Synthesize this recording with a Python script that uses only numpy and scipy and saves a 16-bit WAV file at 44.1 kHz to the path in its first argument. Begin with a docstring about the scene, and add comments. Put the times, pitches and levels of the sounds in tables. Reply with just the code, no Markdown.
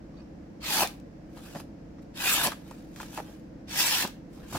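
"""Knife slicing paper

A sharp knife takes three slices off a hand-held sheet, close to a stereo microphone in a small room.
Fibres snap in a dense hiss, the edge catches and zips, and the first two strips flutter as they come free.
Between slices the fingers slide over the sheet and it buckles and snaps. A machine thrums far behind."""
import sys
import numpy as np
from scipy import signal
from scipy.fft import rfft, irfft, next_fast_len
from scipy.io import wavfile
from scipy.ndimage import uniform_filter1d, map_coordinates

SR = 44100
rng = np.random.default_rng(int(sys.argv[2]) if len(sys.argv) > 2 else 0)


def master(y):
    """Save y as 16-bit WAV."""
    cut = np.clip(np.atleast_2d(y).T, -1, 1)
    pcm = np.round(cut * 32767)  # scale
    wavfile.write(sys.argv[1], SR, pcm.astype(np.int16))


N = 201960

# The machine's drone. Each row: multiple of its beat, level in dB.
MACHINE_HARMONICS = [(3, -74.5), (4, -70), (5, -66.5), (6, -78.5), (11, -60.5), (13, -59), (15, -56.5),
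                     (17, -58), (18, -59), (20, -60.5), (23, -56.5), (25, -60.5), (26, -57.5), (27, -61),
                     (28, -63.5)]
# Tone curves of the noise layers. Each row: frequency in Hz, relative level in dB.
RUMBLE_EQ = [(13, -44.5), (22, -12.5), (54, -0.5), (123, -14), (140, -5.5), (302, -5.5), (343, -3.5),
             (360, -14), (528, -9), (671, -17), (704, -16.5), (1000, -32.5), (1300, -55), (2200, -120)]
AIR_HISS_EQ = [(400, -21), (900, -5), (1700, -3), (2400, -9), (3600, -16), (5400, -13.5), (7400, -21),
               (9000, -29), (15500, -32)]
CRINKLE_EQ = [(400, 3), (900, 3), (1600, -2), (2600, -11), (6000, -17), (15000, -53)]
RUB_EQ = [(410, -29.5), (700, -5), (1200, -12), (1580, -7.5), (1940, -15.5), (2490, -10.5), (6830, -14),
          (9350, -17.5), (13000, -18.5), (16000, -24.5)]
PUFF_EQ = [(25, -22), (60, -2.5), (150, 5), (350, -1.5), (600, -23), (1500, -46)]
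SHAKE_EQ = [(90, -18.5), (250, -4.5), (430, -9), (600, -6), (780, -2), (1000, 0), (1250, -22.5),
            (1700, -13.5), (3000, -57.5)]
SLICE_EQS = [
    [(650, -36.5), (1100, -7), (1270, -1), (1420, -7.5), (1650, -3.5), (2150, -3.5), (2520, -1), (4410, -2),
     (6910, -7), (10800, -4), (15100, 0), (16000, -7)],
    [(650, -30.5), (1100, -10), (1220, -6), (1700, -4), (2130, -7), (2440, -0.5), (3120, -2), (3570, -3.5),
     (6530, -9.5), (7550, -6), (8840, -9.5), (10800, -3.5), (15100, -4.5), (16000, -9.5)],
    [(650, -29), (1100, -8), (1270, -8.5), (1700, -1.5), (2130, -4), (2610, -1), (4720, -5.5), (5520, -4.5),
     (6390, -9), (9240, -12), (15100, -8.5), (16000, -20.5)],
]  # one curve a slice, as the sheet's free edge changes
# Stereo image of the background and of the paper. Each row: frequency in Hz, left-right likeness (1 is mono).
BACKGROUND_IMAGE = [(60, 0.86), (240, 0.84), (950, 0.0004), (3770, 0.0), (15000, -0.13)]
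PAPER_IMAGE = [(300, 1), (700, .9), (1400, 0.78), (3000, 0.31), (14000, 0.35)]
# The small room's tail. Each row: frequency in Hz, seconds to fall 60 dB.
ROOM_DECAY = [(200, 0.19), (2000, 0.33), (12000, 0.26)]
# Colour difference of the microphones. Each row: frequency in Hz, left minus right in dB.
MIC_TILT = [(50, -0.9), (700, -0.1), (2500, 0.5), (5000, -1.1), (9000, 0.4), (15000, 3)]
# Crinkles as the grip shifts, and puffs of air. Each row: centre and half length in seconds, level in dB.
CRINKLES = [(0.196, 0.04, -54), (1.385, 0.015, -48), (1.45, 0.014, -57), (1.992, 0.0062, -54),
            (2.74, 0.024, -60.5), (3.3, 0.034, -56), (4.422, 0.038, -53)]
PUFFS = [(0.825, 0.0073, -40), (1.558, 0.0071, -42), (2.43, 0.033, -44.5), (2.472, 0.01, -34.5),
         (4.049, 0.0064, -34.5), (4.56, 0.021, -36)]
# Finger strokes. Each row: peak time, rise and fall in seconds, level in dB.
RUBS = [(1.385, 0.03, 0.012, -53), (1.45, 0.058, 0.075, -50.5), (1.6, 0.071, 0.017, -46.5),
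        (2.03, .01, .012, -65), (2.72, 0.13, 0.13, -57.5), (3.02, 0.045, 0.057, -45.5),
        (3.169, .04, 0.032, -42), (3.3, 0.15, 0.077, -57.5), (4.36, 0.031, 0.1, -58.5),
        (4.554, 0.038, 0.11, -38)]
# The sheet buckles. Each row: start in seconds, pop level in dB, ring pitch in Hz, click level in dB,
# settling time in seconds.
SNAPS = [(0.874, -44, 900, -17.5, 0.0079), (1.0, -65, 1100, -42, 0), (1.549, -26, 604, -59, 0.021),
         (1.6, -35, 855, -41, 0), (2.471, -23.5, 810, -8, 0.009), (2.519, -24, 1045, -28, 0.01),
         (2.711, -34, 880, -34, 0), (2.961, -38.5, 1470, -34, 0), (3.0, -25.5, 990, -52, 0.01),
         (3.029, -29.5, 1250, -37, 0.0071), (3.175, -23.5, 760, -46, .028), (4.035, -28, 598, -28, 0),
         (4.048, -21.5, 897, -38, 0.004), (4.075, -34.5, 900, -20.5, 0.014), (4.526, -30, 753, -40, 0),
         (4.549, -24.5, 757, -27, 0.023)]
# Ring of a buckle. 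Each row: frequency and bandwidth as multiples of the ring pitch, level in dB.
SHEET_MODES = [(.48, .3, -3), (.74, .25, -2), (1.03, 0.21, 3), (1.65, 0.48, -4), (3, 1.33, -14.5)]
# A loose strip flutters. Each row: time of the widest flap in seconds, level in dB, pitch in Hz.
FLUTTERS = [(0.819, -15, 782), (2.459, -23.5, 687)]
# The edge catches. Each row: centre and half length in seconds, pitch in Hz, level in dB.
ZIPS = [(0.782, 0.009, 4380, -31), (0.817, 0.0065, 10360, -32), (2.337, .009, 7750, -26.5),
        (2.365, 0.017, 3040, -31.5), (2.444, 0.0087, 11000, -26.5), (3.81, 0.018, 4820, -30),
        (3.87, 0.011, 7740, -29.5), (3.939, 0.018, 3050, -28.5)]
# The edge bites harder or runs easier. Each row: centre and half length in seconds,
# change of hiss and change of sizzle in dB.
SURGES = [(0.645, 0.021, 2, -1), (0.81, 0.017, 1.5, 3.5), (2.293, 0.023, 2.5, 1.5), (2.336, 0.011, -1.5, 5),
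          (2.392, .02, 0.5, -4.5), (2.444, .012, 1, 5), (3.753, 0.016, -1.5, -3.5), (3.79, 0.014, 1.5, 3.5),
          (3.89, 0.0091, -0.5, -2)]
# The cuts. Each row: blade in and blade out in seconds, hiss level in dB, sizzle against the hiss in dB,
# pressure sag in dB per second, extra shake at the far edge in dB.
SLICES = [(0.598, 0.832, -29, -2, 10, 15.5), (2.135, 2.466, -28.5, -2, 11, 11),
          (3.665, 4.029, -29, -1, 9.5, 1.5)]

MACHINE_BEAT_HZ, MAINS_HUM_HZ = 11.855, 100
SETTLE_GAP_S, SETTLE_LOSS_DB = 0.008, 5  # after-snaps: spacing, and loss over the settling time
FLAP_GAP_S, FLAP_SWELL_DB_PER_S, FLAP_FADE_DB_PER_S = 0.0135, 259.5, 229
BITE_S, BITE_POWER, RELEASE_DB_PER_S = 0.14, 1.3, 333.5  # attack and release of the blade's pressure
SIZZLE_POWER = 1.54  # the sizzle follows the pressure more steeply than the hiss
SHAKE_DB, LOOSE_S = -13, 0.063  # sheet shake against the hiss; how quickly the strip loosens
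TOP_HZ = 15900


def amp(db):
    """Decibels to gain."""
    return 10 ** (np.asarray(db) / 20)


def unit(x):
    """Scale to an rms of 1."""
    return x / np.sqrt(np.mean(x ** 2) + 1e-20)


def along(points, hz):
    """Read a curve of (Hz, value) points on a log frequency axis."""
    f, v = np.transpose(points)
    return np.interp(np.log(hz + 1), np.log(f + 1), v)


def clock():
    """Time of every sample in seconds."""
    return np.arange(N) / SR


def wobble(rate):
    """Smooth random modulation with rate knots a second."""
    return map_coordinates(rng.standard_normal(int(N * rate / SR) + 4), [clock() * rate])


def bell(centre, half_length):
    """A bell-shaped envelope that peaks at 1."""
    return np.exp(-((clock() - centre) / half_length) ** 2 / 2)


def swells(rows):
    """One envelope made of bells, each at its own level."""
    return sum(amp(db) * bell(centre, half_length) for centre, half_length, db in rows)


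def add(track, start, sound):
    """Mix a short sound in at start seconds."""
    part = track[..., max(round(start * SR), 0):][..., :sound.shape[-1]]
    part += sound[..., :part.shape[-1]]


def filtered(x, response):
    """Filter x with a complex frequency response."""
    size = next_fast_len(N + SR // 2)
    return irfft(rfft(x, size) * response(np.fft.rfftfreq(size, 1 / SR)), size)[..., :N]


def coloured(x, eq):
    """Shape x with a tone curve and bring it to an rms of 1."""
    return unit(filtered(x, lambda f: amp(along(eq, f))))


def resonance(f, hz, width):
    """Band-pass response of one ringing mode."""
    return 1j * f * width / (hz * hz - f * f + 1j * f * width)


def spread(pair, image, lag):
    """Blend two unrelated signals into a stereo image; the right lags by lag seconds."""
    angle = lambda f: np.arccos(np.clip(along(image, f), -1, 1)) / 2
    mid, side = filtered(pair, lambda f: np.array([np.cos(angle(f)), np.sin(angle(f))]))
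    left_right = np.array([mid + side, mid - side])
    return filtered(left_right, lambda f: np.exp(1j * np.pi * f * lag * np.array([[1], [-1]])))


def background():
    """The bed: a machine's slightly unsteady harmonics, mains hum, pulsing rumble and faint hiss."""
    t = clock()
    beat = 2 * np.pi * MACHINE_BEAT_HZ * t
    thrum = np.zeros(N)
    for multiple, db in MACHINE_HARMONICS:
        gain = amp(db + 0.6 * wobble(2.4))
        thrum += gain * np.cos(multiple * beat + 2 * np.pi * rng.random() + 0.45 * wobble(2.977))
    hum = amp(-61.5) * np.sin(2 * np.pi * MAINS_HUM_HZ * t)
    air = spread(rng.standard_normal((2, N)), BACKGROUND_IMAGE, lag=-0.00014)
    rumble = coloured(air, RUMBLE_EQ) * amp(0.62 * np.sin(2 * beat))
    hiss = coloured(air, AIR_HISS_EQ)
    return np.sqrt(2) * (thrum + hum) + amp(-48.5) * rumble + amp(-64.5) * hiss


def room(x):
    """A short reverb in which each frequency dies at its own speed."""
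    hz, t, spectrum = signal.stft(rng.standard_normal((2, SR // 2)), SR, nperseg=256)
    decay = amp(-60 * t / along(ROOM_DECAY, hz)[:, None])
    tail = signal.istft(spectrum * decay, SR, nperseg=256)[1]
    return signal.fftconvolve(x, tail / np.linalg.norm(tail[0]), axes=1)[:, :N]


def fibres(rate, scatter_db, patchy_db, lag):
    """Paper grain: rate tiny snaps a second, their colour and direction shifting as the sheet bends."""
    def patches():
        noise = rng.standard_normal(spectrum.shape[1:])
        return unit(uniform_filter1d(uniform_filter1d(noise, size=4, axis=0), size=4, axis=1))

    sizes = amp(scatter_db * rng.standard_normal((2, N))) * np.sign(rng.standard_normal((2, N)))
    ticks = spread((rng.random((2, N)) < rate / SR) * sizes, PAPER_IMAGE, lag)
    hz, _, spectrum = signal.stft(ticks, SR, nperseg=1024)
    swirl = 0.96 * patches() * np.minimum(hz / 3000, 1)[:, None]  # short waves feel the bends most
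    spectrum = spectrum * amp(patchy_db * patches()) * np.exp(0.5j * np.array([swirl, -swirl]))
    return signal.istft(spectrum, nperseg=1024)[1][:, :N]


def crinkles():
    """The bending sheet gives clusters of sparse, soft ticks."""
    ticks = fibres(rate=440, scatter_db=4.5, patchy_db=6.5, lag=0)
    return swells(CRINKLES) * coloured(ticks, CRINKLE_EQ)


def finger_rubs():
    """Dry fingertips brush the sheet in pointed strokes as they change grip."""
    t = clock()
    grain = fibres(rate=3500, scatter_db=2.5, patchy_db=3.0, lag=0.00007)
    brush = coloured(grain, RUB_EQ) * amp(1.8 * wobble(150))
    strokes = [amp(db) * np.exp(-np.maximum((peak - t) / rise, (t - peak) / fall) ** 1.1)
               for peak, rise, fall, db in RUBS]
    return brush * np.linalg.norm(strokes, axis=0)


def air_puffs():
    """The swinging sheet fans low gusts at both microphones."""
    return swells(PUFFS) * coloured(rng.standard_normal(N), PUFF_EQ)


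def buckles():
    """Cue each snap, then the weaker after-snaps with which the sheet settles."""
    for start, pop_db, hz, click_db, settling in SNAPS:
        yield start, pop_db, hz, click_db
        delays = np.arange(SETTLE_GAP_S, settling, SETTLE_GAP_S)
        for delay, (late, detune) in zip(delays, rng.standard_normal((8, 2))):
            onset = start + delay + 0.0012 * late
            loss_db = SETTLE_LOSS_DB * delay / settling
            yield onset, pop_db - loss_db, hz * np.exp(0.1 * detune), min(click_db, pop_db) - loss_db


def sheet_snaps():
    """Each buckle is a bright click over a pop: a short crumple that rings the sheet."""
    out, t = np.zeros((2, N)), np.arange(SR // 10) / SR
    f = np.fft.rfftfreq(len(t), 1 / SR)
    bright = resonance(f, hz=5500, width=6500)
    for start, pop_db, hz, click_db in buckles():
        crumple = rng.standard_normal((2, len(t))) * amp(-60 * t / 0.032) * (1 - np.exp(-t / 0.00014))
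        click = 0.068 * crumple
        click[0, 0] = 1  # a hard transient in the centre of the image
        ring = sum((-1) ** k * amp(db) * resonance(f, hz * ratio, hz * width)
                   for k, (ratio, width, db) in enumerate(SHEET_MODES))
        for push, response, db in (crumple, ring, pop_db), (click, bright, click_db):
            sound = irfft(rfft(push) * response)[:, :len(t) // 2]
            add(out, start, amp(db) * sound / np.abs(sound).max())
    return spread(out, PAPER_IMAGE, lag=0.00003)


def strip_flutter():
    """The strip flaps at a nearly even pace, swelling until it comes free; each flap rings briefly."""
    out, t = np.zeros(N), np.arange(SR // 20) / SR
    envelope = (1 - np.exp(-t / 0.00097)) * amp(-60 * t / 0.032)
    flaps = np.arange(-5, 3)  # flap 0 is the widest
    for widest, db, hz in FLUTTERS:
        for flap, (detune, late) in zip(flaps, rng.standard_normal((len(flaps), 2))):
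            offset = FLAP_GAP_S * flap * (1 + 0.03 * late)
            loss_db = max(-FLAP_SWELL_DB_PER_S * offset, FLAP_FADE_DB_PER_S * offset)
            swing = np.sin(2 * np.pi * hz * (1 + 0.071 * detune) * t)
            add(out, widest + offset, amp(db - loss_db) * swing * envelope)
    return out


def edge_zips():
    """A narrow band of noise zips out each time the fibres briefly give way."""
    out = np.zeros((2, N))
    for centre, half_length, hz, db in ZIPS:
        band = unit(filtered(rng.standard_normal((2, N)), lambda f: resonance(f, hz, width=1200) ** 2))
        out += amp(db) * band * bell(centre, half_length)
    return out


def blade_pressure(enters, leaves, sag):
    """Envelope of a cut: the edge bites in, eases slowly along the way and lets go."""
    t = clock()
    bite = np.clip((t - enters) / BITE_S, 0, 1) ** BITE_POWER
    sag_db = sag * np.maximum(t - enters - BITE_S, 0)
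    release_db = RELEASE_DB_PER_S * np.maximum(t - leaves, 0)
    return bite * amp(-sag_db - release_db)


def knife_slices():
    """The edge severs thousands of fibres a second; their tugs shake the sheet as the strip loosens."""
    out = np.zeros((2, N))
    low_share = lambda f: 1 / (1 + (f / 6500) ** 8)  # crossover: hiss below, sizzle above
    surges_db = sum(np.outer(changes, bell(centre, half)) for centre, half, *changes in SURGES)
    hiss_surge, sizzle_surge = amp(surges_db)
    for (enters, leaves, db, sizzle_db, sag, loose_db), eq in zip(SLICES, SLICE_EQS):
        pressure = blade_pressure(enters, leaves, sag)
        looseness = np.exp(-np.abs(clock() - leaves) / LOOSE_S)
        tugs = fibres(rate=7500, scatter_db=2.5, patchy_db=3.0, lag=0.0001)
        hiss = unit(filtered(tugs, lambda f: amp(along(eq, f)) * np.sqrt(low_share(f))))
        sizzle = unit(filtered(tugs, lambda f: amp(along(eq, f)) * np.sqrt(1 - low_share(f))))
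        shake = coloured(tugs, SHAKE_EQ) * amp(SHAKE_DB + loose_db * looseness)
        body = pressure * (hiss * hiss_surge + shake)
        top = pressure ** SIZZLE_POWER * sizzle * sizzle_surge * amp(sizzle_db)
        drag = amp(0.95 * wobble(200))  # the blade advances unevenly
        out += amp(db) * drag * (body + top)
    return out


def scene():
    """The mix: paper up close, a touch of room, the machine bed underneath."""
    cutting = knife_slices() + edge_zips() + strip_flutter()
    paper = cutting + air_puffs() + finger_rubs() + crinkles() + sheet_snaps()
    return paper + amp(-13) * room(paper) + background()


def record(dry):
    """The two microphones differ a little in colour; a steep high cut closes the top."""
    tilt = lambda f: amp(along(MIC_TILT, f) * np.array([[0.5], [-0.5]]))
    high_cut = lambda f: 1 / (1 + (f / TOP_HZ) ** 200)
    return filtered(dry, lambda f: tilt(f) * high_cut(f))


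dry = scene()
out = record(dry)
master(out)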